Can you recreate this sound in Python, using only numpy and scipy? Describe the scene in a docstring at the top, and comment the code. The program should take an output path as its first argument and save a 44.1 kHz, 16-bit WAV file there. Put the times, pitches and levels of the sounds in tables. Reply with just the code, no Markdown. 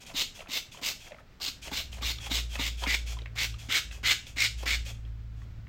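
"""A hand-trigger spray bottle squirts water at a sponge held in a cupped hand, in a garage, in mono.
Pulls hiss, and most thump the bottle: shaped noise under a pressure curve, coloured by nozzle and hand.
Releases suck liquid back up the pump: a softer wheeze of noise, with gurgles; struck plastic modes tick.
A low wavering drone of sine tones, perhaps an engine outside, comes and goes over noise for the room."""
import sys
import numpy as np
from scipy import signal
from scipy.fft import rfft, irfft, next_fast_len
from scipy.io import wavfile
from scipy.ndimage import uniform_filter1d, map_coordinates

SR = 44100
rng = np.random.default_rng(int(sys.argv[2]) if len(sys.argv) > 2 else 0)


def generate_wav(signal):
    """Clip the signal to [-1, 1] and save it as 16-bit WAV at the path in sys.argv[1]."""
    frames = np.transpose(np.atleast_2d(signal))
    scaled = np.clip(frames, -1, 1) * 32767
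    pcm = np.round(scaled).astype(np.int16)
    wavfile.write(sys.argv[1], SR, pcm)


N = 250576


def amp(db):
    """Decibels to gain."""
    return 10 ** (np.asarray(db) / 20)


def unit(x):
    """Scaled to rms 1."""
    return x / np.sqrt(np.mean(x ** 2) + 1e-20)


def along(points, hz):
    """Values at hz from (frequency [Hz], value) points, joined on a log frequency axis."""
    f, v = np.transpose(points)
    return np.interp(np.log(hz + 1), np.log(f + 1), v)


def curves(rows):
    """One value per sample for each column after the time."""
    s, *cols = np.transpose(rows)
    return [np.interp(np.arange(N) / SR, s, c) for c in cols]


def strokes(tables, opens_s, closes_s):
    """Curves of separate strokes: a gain that opens fast and is silent around each, then the other columns."""
    rows = []
    for table in tables:
        first, last = table[0], table[-1]
        before = (first[0] - opens_s, -100, *first[2:])
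        after = (last[0] + closes_s, -100, *last[2:])
        rows += [before, *table, after]
    rows = np.array(sorted(map(tuple, rows)))
    rows[:, 1] = amp(rows[:, 1] / 2)  # fades run straight in the square root of gain
    root, *others = curves(rows)
    return root ** 2, *others


def wobble(rate):
    """A smooth random curve, rate knots a second."""
    knots = rng.standard_normal(int(N * rate / SR) + 4)
    return map_coordinates(knots, [np.arange(N) * rate / SR])


def filtered(x, response):
    """x times a complex response of frequency."""
    m = next_fast_len(N + SR // 2)
    return irfft(rfft(x, m) * response(np.fft.rfftfreq(m, 1 / SR)), m)[..., :N]


def hiss(spectrum, sputter_db=0):
    """Coloured noise of rms 1 whose strength can sputter from one millisecond to the next."""
    sputtering = rng.standard_normal(N) * amp(sputter_db * wobble(700))
    return unit(filtered(sputtering, lambda hz: amp(along(spectrum, hz))))


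def resonance(f, hz, width_hz):
    """Response of one resonant stage, 1 at its centre."""
    return 1j * f * width_hz / (hz * hz - f * f + 1j * f * width_hz)


def band(hz, width_hz):
    """Noise of rms 1 through a steep resonance: two equal stages of the given width."""
    return unit(filtered(rng.standard_normal(N), lambda f: resonance(f, hz, width_hz) ** 2))


def with_moving_peak(x, centre_hz, width, boost_db):
    """x with a resonance that follows centre_hz, and patches of random gain."""
    hz, t, z = signal.stft(x, SR, nperseg=256)
    at = np.minimum((t * SR).astype(int), N - 1)
    bump = np.exp(-(np.log((hz[:, None] + 1) / centre_hz[at]) / width) ** 2)
    smooth_hz = uniform_filter1d(rng.standard_normal(z.shape), 3, 0)
    patches = unit(uniform_filter1d(smooth_hz, 12, 1))
    shaped = z * amp(boost_db[at] * bump + 1.2 * patches)
    return amp(-3) * signal.istft(shaped, SR, nperseg=256)[1][:N]


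def struck(times, levels_db, pitches_hz, modes, crack, blur, attack_s):
    """Each blow rings the modes at new strengths, after a short crack; loose parts blur the ring."""
    out, t = np.zeros(N + SR), np.arange(SR // 16) / SR
    for s, db, hz in zip(times, levels_db, pitches_hz):
        ring = 0
        for k, level, t60 in modes:
            phase = 2 * np.pi * k * hz * t + blur * np.cumsum(rng.standard_normal(len(t)))
            strength_db = level + rng.normal(0, 1.9)
            ring = ring + amp(strength_db - 60 * t / t60) * np.sin(phase)
        snap = crack * amp(-60 * t / 0.00065) * rng.standard_normal(len(t))
        out[round(s * SR):][:len(t)] += amp(db) * (ring * (1 - np.exp(-t / attack_s)) + snap)
    return out[:N]


# colour of the room air: (frequency [Hz], relative level [dB])
AIR_SPECTRUM = [(90, -38), (130, -26), (250, -24.5), (1000, -35), (1400, -32), (1800, -33.5), (5000, -42.5),
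                (8000, -52), (10000, -63), (13000, -55.5), (16000, -52)]
# colour of the rumble: (frequency [Hz], relative level [dB])
RUMBLE_SPECTRUM = [(12, -10), (20, 10.5), (43, -5), (59, -1), (100, -1), (151, -6), (200, -11.5),
                   (260, -13), (440, -120)]
# room noise over time: (time [s], air level [dB], rumble level [dB])
BACKGROUND_LEVELS = [(0, -61.5, -52.5), (1.3, -61.5, -56.5), (2, -61, -54.5), (3.3, -60.5, -60),
                     (4.5, -63.5, -54.5), (5.68, -62, -50)]


def background():
    """Room air and an uneven rumble: two shaped noises with slowly drifting levels."""
    air_db, rumble_db = curves(BACKGROUND_LEVELS)
    air = amp(air_db + 0.7 * wobble(24)) * hiss(AIR_SPECTRUM)
    rumble = amp(rumble_db + 0.58 * wobble(4.2)) * hiss(RUMBLE_SPECTRUM)
    return air + rumble


SUCK_IN_S, SUCK_OUT_S, SUCK_EDGE_DB = 0.013, 0.0124, -8  # the suction opens and closes
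GURGLE_START_DB = -17.5  # re suction: air comes first, liquid follows


def release(s, length, start_db, end_db, gurgle_db, whistle_db):
    """The controls of one row: the suction opens, drifts and closes while the gurgle grows."""
    return [(s, start_db + SUCK_EDGE_DB, GURGLE_START_DB, whistle_db),
            (s + SUCK_IN_S, start_db, GURGLE_START_DB, whistle_db),
            (s + length, end_db, gurgle_db, whistle_db),
            (s + length + SUCK_OUT_S, end_db + SUCK_EDGE_DB, gurgle_db, whistle_db)]


# trigger releases; the last row is a faint rustle: (start [s], length [s], suction at start [dB],
# suction at end [dB], gurgle at end [dB re suction], valve whistle [dB re suction])
RELEASES_AND_RUSTLE = [(0.005, 0.032, -50.5, -53.5, 1, -13), (0.051, 0.064, -46.5, -54.5, 4.5, -12),
                       (0.345, 0.074, -48.5, -56, 5, -8), (0.715, 0.072, -49.5, -58.5, 6.5, -6),
                       (0.995, 0.091, -53, -53.5, -4, -6.5), (1.097, 0.105, -58, -72, 11, -2),
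                       (1.618, 0.061, -44.5, -44.5, -1, -10), (1.918, 0.071, -47.5, -56.5, 0, -12),
                       (2.200, 0.071, -48, -43, -2.5, -3), (2.493, 0.064, -51, -41, -3.5, -6),
                       (2.77, 0.072, -49.5, -41.5, 4, -4), (3.061, 0.07, -45, -45, -9.5, -9),
                       (3.585, 0.09, -48.5, -58, -1, -9), (3.913, 0.069, -48, -58.5, -0.5, -19),
                       (4.262, 0.061, -48, -60, -6, -13), (4.575, 0.056, -48.5, -50, 4.5, -7.5),
                       (4.851, 0.057, -44.5, -46, -9.5, -7.5), (5.358, 0.078, -70, -68, 2, -7)]
# colour of the wheeze: (frequency [Hz], relative level [dB])
SUCTION_SPECTRUM = [(820, -44), (1400, -17), (1620, -14.5), (2030, -13), (2590, -2), (2840, -9),
                    (3210, -5.5), (3830, -12), (6660, -9.5), (10800, -25.5), (13700, -22), (15800, -28.5),
                    (16300, -20)]


def refill():
    """The spring pushes the piston back: air wheezes past the valve and liquid gurgles up the tube."""
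    controls = [release(*row) for row in RELEASES_AND_RUSTLE]  # the rustle is made of the same noises
    suction, gurgle_db, whistle_db = strokes(controls, opens_s=.003, closes_s=.012)
    pops = rng.standard_normal(N) * amp(3.5 * wobble(150))
    gurgle = unit(filtered(pops, lambda f: resonance(f, 700, 500)))
    wheeze = amp(0.34 * wobble(140)) * hiss(SUCTION_SPECTRUM)
    whistle = amp(whistle_db) * band(3306, 280)
    return suction * (wheeze + whistle + amp(gurgle_db) * gurgle)


# trigger ticks: (time [s], strike level [dB], pitch [Hz], hollow knock [dB re tick], knock pitch [Hz])
TICKS = [(0.0565, -39.5, 2970, -15, 554), (0.1005, -36.5, 2750, -7, 616), (0.391, -35, 2750, -4, 607),
         (0.405, -28.5, 2620, -9, 600), (0.4236, -43, 2540, -5, 487), (0.459, -39, 1500, -15, 890),
         (0.472, -36, 2460, -12, 700), (0.719, -37, 3280, -21, 530), (0.745, -49, 3260, 6.5, 1006),
         (0.7721, -34, 3200, -9, 560), (1.067, -37, 2140, -17, 570), (1.109, -42, 2300, 4, 590),
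         (1.1187, -34, 2500, 1.5, 570), (1.1445, -38, 2040, -4.5, 610), (1.184, -42, 2020, -6, 1260),
         (1.2044, -45.5, 1783, -7, 665), (1.6594, -46, 3300, -12, 778), (1.6793, -27, 2760, -12, 610),
         (1.715, -27, 3440, -7.5, 850), (1.7998, -27, 2980, -15.5, 640), (1.928, -30, 3230, -34, 850),
         (1.982, -36.5, 2050, -6, 452), (2.0108, -32, 2500, -10, 527), (2.027, -26, 3940, -5, 1150),
         (2.1845, -26.5, 3670, -18, 1250), (2.2652, -27, 2620, -19, 670), (2.5544, -24, 2614, -13, 620),
         (2.594, -24, 2170, -8, 906), (2.8372, -16, 3160, -10.5, 927), (2.866, -21, 2230, -14, 455),
         (3.168, -44, 3350, 8, 1010), (3.1873, -29, 3270, -17, 966), (3.2174, -34.5, 3950, -8, 486),
         (3.258, -26.5, 2172, -27, 584), (3.541, -32, 3396, -14, 1220), (3.911, -26.5, 2504, -33, 458),
         (3.9743, -48.5, 2540, -2, 528), (4.2674, -30, 3380, -22, 550), (4.6306, -37, 2585, 0, 445),
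         (4.8625, -34.5, 2500, -10, 573), (4.8998, -42, 2297, -1, 687), (5.0505, -44, 3296, -25, 524.5),
         (5.4175, -47, 1970, -7, 1110), (5.669, -44.5, 1974, -25, 454.5)]
# plastic modes: (multiple of pitch, level [dB], t60 [s])
TRIGGER_MODES = [(.75, -9.5, 0.017), (0.999, 2, 0.019), (1.2, -8.5, 0.022), (1.5, -5.5, .012)]
# modes of the pump head: (multiple of pitch, level [dB], t60 [s])
PUMP_HEAD_MODES = [(1, 5.5, 0.036), (1.5, -15, 0.01)]
RATTLE_S, RATTLE_DB = .02, -12  # rattle delay before random scaling; loudest rattle re its tick


def trigger():
    """Plastic parts tick, knock and rattle on, dulled by the fingers around them."""
    s, db, tick_hz, knock_db, knock_hz = np.transpose(TICKS)
    ticks = struck(s, db, tick_hz, TRIGGER_MODES, crack=0.32, blur=0.18, attack_s=0.0014)
    knocks = struck(s, db + knock_db, knock_hz, PUMP_HEAD_MODES, crack=.08, blur=0.083, attack_s=0.0036)
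    # two loose rattles after each tick, each weaker and at its own pitch
    late, size, bend = rng.random((len(s), 2, 3)).transpose(2, 1, 0)
    rattle_s = (s + RATTLE_S * (.2 + late)).ravel()
    rattle_db = (db + RATTLE_DB - 8 * size).ravel()
    rattle_hz = (tick_hz * (.5 + 0.61 * bend)).ravel()
    rattle = struck(rattle_s, rattle_db, rattle_hz, TRIGGER_MODES, crack=.25, blur=0.17, attack_s=0.00083)
    return filtered(ticks + knocks + rattle, lambda f: 1 / (1 + 1j * f / 5000) ** 2)


VALVE_S, VALVE_SHUT_DB = 0.015, -9.5  # the valve cracks open: time, jet at the start re the first spurt
DYING_S, DYING_DB = 0.034, -26.5  # the jet collapses after the stroke
# Five moments of a pull: start, valve open, full pressure, stroke end, collapse.
# changes to the pull's own cup ring, lower hand ring, mist and splatter: one (change [dB]) per moment
CUP_CHANGE = [-3.5, 2.5, -2.5, -2, -4]
PALM_CHANGE = [2, 6.5, -3, -1.5, 2]
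MIST_CHANGE = [3, -0.5, -0.45, 1, 4]
SPLATTER_CHANGE = [17, 9, -0.5, 3, -3]
# nozzle resonance: one (multiple of its dB strength) per moment
NOZZLE_MULTIPLE = [0, 1.5, 0.97, 0.95, 0]


def pull(s, build, length, db, spurt_db, change_db, start_hz, end_hz, nozzle_db,
         cup_db, palm_db, mist_db, splatter_db):
    """The controls at the five moments of one pull: pressure builds, holds and collapses."""
    after = np.array([0, VALVE_S, build, length, length + DYING_S])
    jet_db = db + np.array([spurt_db + VALVE_SHUT_DB, spurt_db, 0, change_db, change_db + DYING_DB])
    nozzle_hz = np.interp(after, [0, length], [start_hz, end_hz])
    own_db = np.array([[cup_db], [palm_db], [mist_db], [splatter_db]])
    layers_db = own_db + [CUP_CHANGE, PALM_CHANGE, MIST_CHANGE, SPLATTER_CHANGE]
    peak_db = nozzle_db * np.array(NOZZLE_MULTIPLE)
    return np.transpose([s + after, jet_db, nozzle_hz, peak_db, *layers_db]).tolist()


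# trigger pulls: (start [s], time to full pressure [s], stroke length [s], jet drive at full pressure [dB],
# first spurt [dB re that], change until the stroke ends [dB], nozzle resonance at start [Hz], at end [Hz],
# its strength [dB], cupped-hand ring, hand's lower ring, mist, splatter [each dB re jet, before changes])
PULLS = [(0.139, 0.034, 0.081, -29.5, -10, 2, 3850, 3530, 5, -11.5, -21, -16.5, -21),
         (0.484, 0.045, 0.096, -33, -11.5, 1.5, 3430, 3720, 3, -9.5, -20, -14.5, -20.5),
         (0.815, 0.032, 0.086, -30, -10.5, -0.5, 3800, 3600, 2, -9, -19, -15, -18.5),
         (1.402, 0.021, 0.081, -36.5, -5, 2, 4800, 3920, 7, -23, -17.5, -14, -20),
         (1.711, 0.057, 0.093, -31.5, -8.5, -3.5, 3660, 3680, 4.5, -10, -17.5, -14.5, -18.5),
         (2.016, 0.05, 0.088, -30.5, -7.5, 0, 3730, 3600, 5, -8.5, -18, -15, -20),
         (2.299, 0.034, 0.088, -32, -3.5, 1, 3660, 3500, 5.5, -8, -18, -15.5, -18),
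         (2.583, 0.059, 0.094, -32, -6, -1, 3544, 3200, 5, -3.5, -18.5, -15.5, -17.5),
         (2.864, .030, 0.082, -33, -4, 2, 3800, 3470, 5, 4.5, -15, -15, -17),
         (3.354, 0.041, .092, -32.5, -10.5, 3, 3560, 3400, 3.5, -1, -14.5, -16.5, -20.5),
         (3.688, .034, 0.089, -30, -7.5, 3.5, 3212, 3440, 6.5, -0.5, -9.5, -17, -22),
         (4.032, 0.035, 0.087, -29, -7, 3, 3500, 3280, 7, 0, -10, -19, -21.5),
         (4.361, 0.043, 0.094, -27, -10.5, 1.5, 3630, 3830, 3.5, 1, -16.5, -20, -25),
         (4.658, .020, 0.087, -29.5, -3.5, -1.5, 3890, 3500, 4, 1.5, -11.5, -18, -20.5)]
# colour of the droplets: (frequency [Hz], relative level [dB])
JET_SPECTRUM = [(1000, -33), (1700, -29), (2100, -9), (3060, -7), (3840, -3.5), (4540, -6.5), (7230, -10.5),
                (10500, -28.5), (13600, -66), (22000, -120)]
# colour of the fine mist: (frequency [Hz], relative level [dB])
MIST_SPECTRUM = [(5590, -13), (9500, -29), (11200, -9.5), (13900, -1), (15600, -5), (16300, -13)]
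# colour of the splatter: (frequency [Hz], relative level [dB])
SPLATTER_SPECTRUM = [(120, -33), (200, -5), (274, -3.5), (916, -2.5), (1200, -1), (1560, -26), (2640, -120)]
# air in the cupped hand, main ring then lower ring: (frequency [Hz], width of one stage [Hz])
HAND_RINGS = [(2155, 475), (1527, 590)]


def spray():
    """The jet tears into droplets; the hand behind the sponge rings with it, a fine mist hisses above."""
    controls = [pull(*row) for row in PULLS]
    jet, nozzle_hz, nozzle_db, cup_db, palm_db, mist_db, splatter_db = strokes(
        controls, opens_s=0.0036, closes_s=.012)
    tremble_db = .9 * wobble(60) + 1.6 * wobble(300)
    surge = jet * amp(tremble_db)  # the pressure trembles and air pockets spit
    droplets = hiss(JET_SPECTRUM, sputter_db=-2) + amp(-9) * band(2816, 480) + amp(-14.0) * band(5000, 600)
    open_air = with_moving_peak(droplets, nozzle_hz, width=0.18, boost_db=nozzle_db)
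    open_air += amp(mist_db + 1.1 * wobble(37)) * hiss(MIST_SPECTRUM, sputter_db=0.5)
    open_air += amp(palm_db) * band(*HAND_RINGS[1])
    cup = amp(cup_db) * band(*HAND_RINGS[0])
    splatter = amp(splatter_db) * hiss(SPLATTER_SPECTRUM, sputter_db=-1.0)
    return surge * open_air, surge * (cup + splatter)


# bottle thumps, mostly as the piston starts, one at the end of a stroke: (time [s], strike level [dB])
THUMPS = [(0.143, -36.5), (0.489, -40), (0.816, -43), (1.482, -46), (1.719, -34.5), (2.022, -42),
          (2.312, -33), (2.594, -31), (2.87, -31.5), (3.687, -38), (4.031, -43), (4.365, -44.5),
          (4.661, -38)]
# modes of the bottle wall: (multiple of pitch, level [dB], t60 [s])
BOTTLE_MODES = [(1, 5, 0.062), (.8, -1, 0.062), (.65, -20, 0.017)]
BOTTLE_HZ = 264.7


def bottle_wall():
    """The bottle thumps, mostly as the piston starts, once at a stroke's end: a blow rings its wall's modes."""
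    s, db = np.transpose(THUMPS)
    pitch_hz = np.full(len(s), BOTTLE_HZ)
    return struck(s, db, pitch_hz, BOTTLE_MODES, crack=.1, blur=.012, attack_s=0.0034)


# low tone: (time [s], pitch [Hz], level [dB])
LOW_TONE = [(1.3, 54.6, -64), (1.69, 54.7, -51), (1.82, 60.9, -47.5), (1.92, 59, -43.5), (2.06, 57.9, -32),
            (2.21, 57.4, -49), (2.36, 57.7, -33.5), (2.63, 57.2, -37.5), (3.01, 57.35, -34.5),
            (3.25, 56.2, -38), (3.32, 55.6, -47), (3.56, 55.87, -39), (3.6, 55.87, -60), (3.65, 55.94, -41),
            (3.74, 54.8, -64), (3.89, 53.07, -41.5), (4.02, 53.36, -48), (4.04, 53.2, -41),
            (4.23, 53.05, -63), (4.36, 55.9, -43.5), (4.47, 57.36, -50), (4.57, 57.66, -35),
            (4.81, 57.35, -35.5), (4.9, 55.56, -42.5), (5.14, 55.9, -39), (5.68, 55.8, -48)]
# tone near its octave: (time [s], pitch [Hz], level [dB])
UPPER_TONE = [(1.6, 110.5, -71), (2.23, 112, -49), (2.48, 118.7, -52), (2.53, 117, -62), (2.6, 112.2, -44),
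              (2.85, 113.4, -66), (3.17, 113.5, -46.5), (3.5, 110.6, -43.5), (3.79, 110.4, -53),
              (3.86, 107.9, -63), (4.05, 109.9, -48.5), (4.25, 109.3, -58.5), (4.48, 110, -44.5),
              (4.75, 111, -59), (4.88, 110.6, -44), (5.68, 110.1, -47.5)]
# faint orders: (multiple of the low pitch)
ORDERS = np.array([2, 4, 5, 7, 8, 10, 11, 15]) / 3
# level of each order once faded in: (level [dB])
ORDER_LEVELS = [-61, -55, -61.5, -65.5, -66.5, -73, -67.5, -72.5]
# the source draws near and its orders fade in, start then end: (time [s])
NEAR_TIMES = [1.3, 1.86]
FLUTTER_DB = 1.5  # both tones flutter


def drone():
    """A low tone and one near its octave, each swelling on its own, with faint unsteady orders of the low one."""
    pitch_hz, low_db = curves([(0, 55, -90), *LOW_TONE])
    upper_hz, upper_db = curves([(0, 100, -90), *UPPER_TONE])
    phase = 2 * np.pi * np.cumsum(pitch_hz) / SR
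    upper_phase = 2 * np.pi * np.cumsum(upper_hz) / SR
    tone = amp(low_db + FLUTTER_DB * wobble(12)) * np.sin(phase)
    tone += amp(upper_db + FLUTTER_DB * wobble(15)) * np.sin(upper_phase)
    near = np.interp(np.arange(N) / SR, NEAR_TIMES, [0, 1])
    for order, db in zip(ORDERS, ORDER_LEVELS):
        tone += near * amp(db + 2.5 * wobble(7)) * np.sin(order * phase + 1.5 * wobble(7))
    return np.sqrt(2) * tone  # so that levels are rms


# reverberation of the garage: (frequency [Hz], t60 [s])
GARAGE_DECAY = [(300, 0.87), (1000, 0.18), (2000, 0.32), (4000, 0.27), (7000, 0.31), (10000, 0.3),
                (15000, 0.19)]


def garage(x):
    """Each frequency of the room's answer, a decaying noise, dies at its own speed."""
    hz, t, z = signal.stft(rng.standard_normal(SR // 2), SR, nperseg=256)
    decay = amp(-60 * t / along(GARAGE_DECAY, hz)[:, None])
    tail = signal.istft(z * decay, SR, nperseg=256)[1]
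    delayed = np.pad(x, (300, 0))  # samples before the walls answer
    return signal.fftconvolve(delayed, tail / np.linalg.norm(tail))[:N]


def scene():
    """Bottle with its room, drone and background, the same in both channels."""
    open_air, shielded = spray()
    free, held = open_air + refill(), shielded + trigger()
    leak = amp(-8) * held  # what sounds inside the hands reaches the walls weaker
    bottle = free + held + amp(-7.0) * garage(free + leak) + bottle_wall()
    return np.tile(bottle + drone() + background(), (2, 1))


def record(dry):
    """Nothing is kept from 16 kHz up."""
    return filtered(dry, lambda hz: hz < 16000)


dry = scene()
out = record(dry)
generate_wav(out)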